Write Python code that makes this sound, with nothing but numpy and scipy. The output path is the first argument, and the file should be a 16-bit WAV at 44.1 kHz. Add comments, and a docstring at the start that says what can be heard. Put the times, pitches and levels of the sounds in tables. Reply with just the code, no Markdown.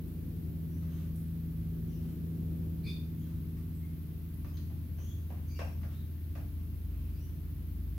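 """A cat noses at dry kibble on a feeding mat, sniffs, then paws at it in a bare, echoing room.
Each blow makes the mat thud and the pellets clack; pellets also tick and rustle under its muzzle.
The sniff is a puff of air ringing in the narrow passages of the nose. Thin squeaks come and go, with
one faint, longer, raspy rustle near 6.8 s. Far off through the walls an engine drones and slowly
dulls, over a second, steadier hum, a deep wavering tone and the microphone's hiss."""
import sys
import numpy as np
from scipy import signal
from scipy.fft import rfft, irfft, next_fast_len
from scipy.io import wavfile
from scipy.ndimage import map_coordinates

SR = 44100
rng = np.random.default_rng(int(sys.argv[2]) if len(sys.argv) > 2 else 0)


def wrap_up_sound(samples):
    """Save the sound to the file named by the first command line argument, as 16-bit audio."""
    columns = np.atleast_2d(samples).T
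    # keep every value between -1 and 1, then stretch to whole-number steps
    tamed = np.clip(columns, -1, 1)
    steps = np.round(tamed * 32767).astype(np.int16)
    wavfile.write(sys.argv[1], SR, steps)


N = 351907

# how alike the left and right channels are: (frequency [Hz], likeness [1 = the same])
STEREO_LIKENESS = [(60, 0.75), (150, 0.89), (290, 0.76), (600, 0.22), (1300, 0.018), (15000, 0.017)]
# how long the room echoes: (frequency [Hz], time to fade by 60 dB [s])
ECHO_TIMES = [(200, 0.27), (1000, 0.42), (4000, 0.42), (12000, 0.72)]
# the tone colour of three background noises: (frequency [Hz], relative level [dB])
LOW_RUMBLE_COLOUR = [(12, -18), (25, -19), (40, -6), (55, -4), (100, 2.5), (135, -6), (200, -10),
                     (290, -17), (400, -38.5), (600, -61.5)]
UPPER_RUMBLE_COLOUR = [(90, -24), (160, 4.5), (250, -0.5), (340, -3), (430, -12), (560, -18.5), (750, -28),
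                       (1500, -48.5)]
HISS_COLOUR = [(380, -44), (650, -0.5), (686, -2), (804, -6.5), (996, -4), (1250, -5), (2670, -7.5),
               (3880, -10), (4250, -10.5), (7350, -18), (8620, -17), (11900, -2.5), (15100, -2),
               (15700, -3)]
# how the upper rumble rises and falls: (time [s], level [dB])
UPPER_RUMBLE_LEVELS = [(0, -50.5), (0.45, -48.5), (1.3, -55.5), (2.0, -48.5), (2.65, -47.5), (3.15, -54.5),
                       (5.0, -56.5), (7.98, -56.5)]
# the tones in the hum: (multiple of its base pitch, level against HUM_DB [dB])
HUM_TONES = [(2, 2), (3, -7.5), (3.2, -18), (4, -5), (5, -18.5), (5.25, -20), (6, -25), (7, -27.5)]
# the engine's strong tones, at 3, 6 and 9 times the turning rate of its shaft:
# (time [s], 3x level [dB], 6x level [dB], 9x level [dB])
ENGINE_LEVELS = [(0, -45.5, -45.5, -54), (0.9, -40, -40.5, -55), (1.9, -44.5, -40.0, -53.5),
                 (2.6, -41, -40, -52), (3.6, -43, -43.5, -53.5), (4.4, -41.5, -47.5, -62),
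                 (5.3, -38.5, -56.5, -58), (6.1, -40.0, -61.5, -64.5), (7.98, -41, -55.5, -66.5)]
# its weak tones: (multiple of the turning rate, level against the 9x tone [dB])
ENGINE_OVERTONES = [(3.5, -3), (4, 1.5), (7, -5), (8, -6), (12, -8), (14, -17), (15, -20.5), (16, -19),
                    (18, -25)]
# thin squeaks, and one faint, longer, raspy rustle near 6.8 s: (time [s], length [s], start pitch [Hz],
# end pitch [Hz], relative level [dB], octave against the base tone [dB], rasp [share of the pitch])
SQUEAKS_AND_RUSTLE = [(0.68, .14, 2900, 3070, -82.5, 10, 0.039), (0.877, 0.13, 3130, 3250, -82, 9, 0.036),
                      (0.95, 0.24, 550, 561, -63, -19, .05), (1.849, 0.17, 3040, 2650, -71.5, 0, 0.073),
                      (3.17, 0.088, 3200, 3280, -71, -4, 0.035), (3.81, 0.061, 2200, 2120, -67, -25, .03),
                      (4.461, 0.074, 2440, 2670, -73, 1, 0.055),
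                      (4.517, 0.087, 3130, 3160, -70, 1.5, 0.045),
                      (4.949, .18, 3030, 3274, -68.5, 5, 0.058), (5.067, 0.08, 3290, 3450, -60, -10, 0.031),
                      (5.464, .07, 3100, 3110, -80, 15.5, 0.032),
                      (5.467, 0.142, 2364, 2315, -64.5, 2.5, 0.035),
                      (5.533, 0.12, 2740, 2737, -55.5, -6.5, 0.017),
                      (5.91, 0.13, 3750, 3940, -68.5, -29, 0.056), (6.801, .42, 2517, 2710, -74, -18, .11),
                      (7.12, 0.092, 2357, 2525, -74, 2, 0.069), (7.172, 0.12, 2860, 3000, -73.5, 4.5, .05)]
# where the nose's passages ring: (frequency [Hz], width [Hz], relative level [dB], delay [s])
NOSE_RESONANCES = [(1191, 1000, -29, 0), (2484, 240, -2, 0.0016), (3590, 160, 2.5, 0.022),
                   (4450, 350, -7.5, 0), (4840, 480, -8.5, 0), (6300, 650, -23, .015),
                   (9600, 3200, -27, 0.0037)]
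# pellets touching each other: (time [s], relative level [dB], centre frequency [Hz],
# width to each side [share of the centre], time to fade by 60 dB [s])
PELLET_TICKS = [(0.08, -66, 9900, .15, 0.055), (1.157, -55.5, 11900, .22, 0.071),
                (2.06, -70, 9000, .15, .15), (3.575, -68, 9000, .2, 0.078), (3.75, -68.5, 8300, .12, .06),
                (4.34, -61, 11400, 0.098, .06), (4.572, -57, 4100, 0.13, 0.04),
                (5.595, -48, 2460, 0.078, 0.14)]
# the muzzle pushing through the pellets: (time [s], length [s], relative level [dB])
MUZZLE_RUSTLES = [(0.821, 0.3, -63.5), (1.905, 0.33, -68.5), (3.13, 0.31, -71), (5.878, 0.095, -62.5),
                  (6.802, 0.48, -73.5)]
# the tone colour of that rustle: (frequency [Hz], relative level [dB])
MUZZLE_COLOUR = [(300, -27), (560, 17), (750, 1), (1200, 7.5), (2000, 0.5), (2700, 3), (3600, 1.5),
                 (5000, -5), (9500, -8.5), (14000, -17)]
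# where the mat's thud and the pellets' clack and higher click ring:
# (frequency [Hz], width [Hz], relative level [dB])
MAT_RESONANCES = [(353, 80, -4), (533, 100, 4), (666, 92, 5.5), (830, 210, -1)]
CLACK_RESONANCES = [(1180, 177, 8.5), (1575, 160, 4.5), (1940, 360, 1), (2680, 450, 0.5)]
CLICK_RESONANCES = [(3830, 4100, -1.5), (6200, 1500, 0.5), (8850, 3600, -18)]
# paw and pellets striking the mat: (time [s], relative level [dB], hardness [dB])
BLOWS = [(0.827, -59, -2.5), (3.569, -69, 5), (4.446, -51, -5.5), (4.57, -70, 7.5), (4.702, -54, -15),
         (4.985, -55, -4.5), (5.303, -45.5, -13), (5.324, -58.5, -5), (5.371, -55, -10), (5.591, -36.5, -7),
         (5.614, -39.5, -25), (5.649, -48, -18), (5.815, -67, 5), (5.832, -49.5, -5.5), (6.353, -46, -6.5),
         (6.374, -49.5, -19)]

TOP_HZ = 15800
THROB_HZ, THROB_DB = 55.5, -52
THROB_SWELL_AT_S, THROB_RISE_S, THROB_SWELL_DB = 6.14, 0.15, 5
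HUM_HZ, HUM_SAG_HZ_PER_S, HUM_DB = 73, 0.085, -55
SHAFT_HZ, SHAFT_SAG_HZ_PER_S = 27.35, 0.057
SNIFF_AT_S, SNIFF_GAIN_DB = 2.83, -31
SNIFF_RISE_S, SNIFF_HOLD_S, SNIFF_FALL_DB_PER_S = 0.035, 0.018, 210
SNIFF_SCOOP, SNIFF_SETTLE_S = 0.11, 0.025  # the pitch starts low by this share, then settles
CLICK_PER_HARDNESS = 1.14  # dB of extra click for each dB of hardness


def amp(db):
    """Turn decibels into a number to multiply by."""
    return 10 ** (np.asarray(db) / 20)


def unit(x):
    """Scale a sound to an average strength (rms) of 1."""
    return x / np.sqrt(np.mean(x ** 2) + 1e-30)


def seconds(size=N):
    """The time of every sample."""
    return np.arange(size) / SR


def along(points, hz):
    """Read between (frequency, value) points, giving each octave about equal space."""
    frequencies, values = np.transpose(points)
    return np.interp(np.log(hz + 1), np.log(frequencies + 1), values)


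def curves(rows):
    """Turn each column after the time into one value per sample."""
    times, *columns = np.transpose(rows)
    return [np.interp(seconds(), times, column) for column in columns]


def wobble(rate, size=N):
    """A smooth curve through `rate` random points a second."""
    points = rng.standard_normal(int(size * rate / SR) + 4)
    coarse = np.arange(0, size + 16, 16)
    return np.interp(np.arange(size), coarse, map_coordinates(points, [coarse * rate / SR]))


def phase_of(hz):
    """The angle a wave has run through as it follows a pitch curve."""
    return 2 * np.pi * np.cumsum(hz) / SR


def add(track, start_s, sound):
    """Mix a sound into a track at the given time."""
    part = track[..., round(start_s * SR):][..., :sound.shape[-1]]
    part += sound[..., :part.shape[-1]]


def filtered(x, response):
    """Turn each frequency up or down by response(hz)."""
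    size = x.shape[-1]
    padded = next_fast_len(size + 8192)
    return irfft(rfft(x, padded) * response(np.fft.rfftfreq(padded, 1 / SR)), padded)[..., :size]


def band(x, centre_hz, half_width_hz):
    """Keep mostly the frequencies near the centre."""
    return filtered(x, lambda hz: 1 / (1 + ((hz - centre_hz) / half_width_hz) ** 2))


def ring(x, resonances):
    """A struck object rings at its own frequencies (resonances); the result has energy 1."""
    def response(hz):
        return sum((-1) ** k * amp(db) * 1j * hz * width / (centre ** 2 - hz ** 2 + 1j * hz * width)
                   for k, (centre, width, db) in enumerate(resonances))
    ringing = filtered(x, response)
    return ringing / np.linalg.norm(ringing)


def stereo_shares(hz):
    """How much sound the two channels share (mid) and how much sets them apart (side)."""
    angle = np.arccos(np.clip(along(STEREO_LIKENESS, hz), -1, 1)) / 2
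    return np.array([np.cos(angle), np.sin(angle)])


def wide_noise(colour):
    """Noise from all around: left and right are alike in the bass, unrelated in the treble."""
    noise = rng.standard_normal((2, N))
    mid, side = filtered(noise, lambda hz: amp(along(colour, hz)) * stereo_shares(hz))
    return np.array([mid + side, mid - side]) / np.std(mid)


def in_room(x, direct_db):
    """The direct sound plus its echo from the hard floor and walls, in stereo."""
    hz, t, noise = signal.stft(rng.standard_normal((2, SR // 2)), SR, nperseg=256)
    fade = amp(-60 * t / along(ECHO_TIMES, hz)[:, None])
    mid, side = signal.istft(noise * fade * stereo_shares(hz[:, None]), SR, nperseg=256)[1]
    echo = np.array([mid + side, mid - side]) / np.linalg.norm(mid)
    echo[:, 0] += amp(direct_db)
    return signal.fftconvolve(x[None], echo, axes=1)[:, :N] / np.hypot(1, amp(direct_db))


def far_tone(phase, waver_db, drift):
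    """A far tone wavers and drifts on its way, and reaches two microphones slightly out of step."""
    angle = phase + rng.uniform(0, 2 * np.pi) + drift * wobble(4)
    spread = 0.083 * rng.choice([-1, 1]) * np.array([[1], [-1]])
    return np.sqrt(2) * amp(waver_db * wobble(4)) * np.sin(angle + spread)


def hiss():
    """The microphone's own faint, steady noise."""
    return amp(-61.5) * wide_noise(HISS_COLOUR)


def rumble():
    """Engine noise muffled by the walls; its lowest part wavers by about 1 dB."""
    upper_db, = curves(UPPER_RUMBLE_LEVELS)
    low = amp(-46.5 + wobble(2.44)) * wide_noise(LOW_RUMBLE_COLOUR)
    return low + amp(upper_db) * wide_noise(UPPER_RUMBLE_COLOUR)


def throb():
    """A deep tone wavers under the hum, then grows and stays louder."""
    swell = np.clip((seconds() - THROB_SWELL_AT_S) / THROB_RISE_S, 0, 1)
    tone = far_tone(2 * np.pi * THROB_HZ * seconds(), waver_db=4.5, drift=0.6)
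    return amp(THROB_DB + THROB_SWELL_DB * swell) * tone


def hum():
    """A second machine hums at a nearly steady level, its pitch barely sinking."""
    phase = phase_of(HUM_HZ - HUM_SAG_HZ_PER_S * seconds())
    return sum(amp(HUM_DB + db) * far_tone(multiple * phase, waver_db=1.5, drift=0.13)
               for multiple, db in HUM_TONES)


def engine():
    """The pitch sags as the shaft slows, and the higher tones fade as the engine draws away."""
    third_db, sixth_db, ninth_db = curves(ENGINE_LEVELS)
    shaft = phase_of(SHAFT_HZ - SHAFT_SAG_HZ_PER_S * seconds())
    out = np.zeros((2, N))
    for multiple, db in zip((3, 6, 9), (third_db, sixth_db, ninth_db)):
        out += amp(db) * far_tone(multiple * shaft, waver_db=0.08, drift=0.13)
    for multiple, db in ENGINE_OVERTONES:
        out += amp(ninth_db + db) * far_tone(multiple * shaft, waver_db=-0.2, drift=0.11)
    return out


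def squeaks_and_rustle():
    """A fast tremble in pitch makes squeaks raspy; the widest tremble blurs one tone into a rustle."""
    out = np.zeros(N)
    for start_s, length_s, start_hz, end_hz, db, octave_db, rasp in SQUEAKS_AND_RUSTLE:
        size = int(length_s * SR)
        tremble = rasp * wobble(697, size=SR // 2)[:size]
        phase = phase_of(np.linspace(start_hz, end_hz, size) * (1 + tremble))
        overtones = np.sin(2 * phase) + amp(-15) * np.sin(3 * phase)
        tone = np.sin(phase) + amp(octave_db) * overtones
        add(out, start_s, amp(db + 1) * signal.windows.tukey(size, 0.7) * tone)
    return in_room(out, direct_db=-4)


def sniff():
    """A puff of air swells, holds and dies; the nose's resonances slide up, the narrowest starting last."""
    t, puff = seconds(SR // 2), np.zeros(SR // 2)
    pitch = 1 - SNIFF_SCOOP * np.exp(-t / SNIFF_SETTLE_S)
    for hz, width_hz, db, delay_s in NOSE_RESONANCES:
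        age_s = np.maximum(t - delay_s, 0)
        falling_s = np.maximum(age_s - SNIFF_RISE_S - SNIFF_HOLD_S, 0)
        flow = np.minimum(age_s / SNIFF_RISE_S, 1) * amp(SNIFF_GAIN_DB - SNIFF_FALL_DB_PER_S * falling_s)
        air = band(rng.standard_normal(len(t)), hz, width_hz / 2)
        sliding_air = map_coordinates(air, [np.cumsum(pitch)], mode="mirror")  # slower sounds lower
        puff += amp(db) * flow * sliding_air
    out = np.zeros((2, N))
    add(out, SNIFF_AT_S, in_room(puff, direct_db=-0.5))
    return out


def kibble():
    """Pellets tick against each other and rustle under the muzzle."""
    out, t = np.zeros(N), seconds(SR // 5)
    for start_s, db, centre_hz, width, fade_s in PELLET_TICKS:
        grains = rng.laplace(size=len(t)) * amp(-60 * t / fade_s)
        tick = unit(band(grains, centre_hz, width * centre_hz))
        add(out, start_s, amp(db - 13) * tick)
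    for start_s, length_s, db in MUZZLE_RUSTLES:
        grains = rng.standard_normal(SR // 2)[:int(length_s * SR)] ** 3  # cubing makes noise crackle
        rustle = unit(filtered(grains, lambda hz: amp(along(MUZZLE_COLOUR, hz))))
        add(out, start_s, amp(db) * np.hanning(len(rustle)) * rustle)
    return in_room(out, direct_db=-3.5)


def knocks():
    """Each blow thuds on the mat; the harder it is, the more the pellets clack and click."""
    out, t = np.zeros((2, N)), seconds(SR // 10)
    for start_s, db, hardness_db in BLOWS:
        scuffle = rng.standard_normal(len(t)) * amp(-60 * t / 0.051)
        contacts = 0.31 * scuffle / np.linalg.norm(scuffle)
        contacts[0] += 1  # one sharp hit leads the short scuffle
        thud = amp(23) * ring(contacts, MAT_RESONANCES)
        clack = amp(hardness_db + 27.5) * ring(contacts, CLACK_RESONANCES)
        click = amp(CLICK_PER_HARDNESS * hardness_db + 19.5) * ring(contacts, CLICK_RESONANCES)
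        add(out, start_s, amp(db) * in_room(thud + clack + click, direct_db=-10.5))
    return out


def scene():
    """The cat in front of the room's drone, all a little to the left."""
    cat = knocks() + kibble() + sniff() + squeaks_and_rustle()
    background = engine() + hum() + throb() + rumble() + hiss()
    return (cat + background) * amp([[0.35], [-0.35]])


def record(dry):
    """The recorder keeps nothing above TOP_HZ."""
    return filtered(dry, lambda hz: hz < TOP_HZ)


dry = scene()
out = record(dry)
wrap_up_sound(out)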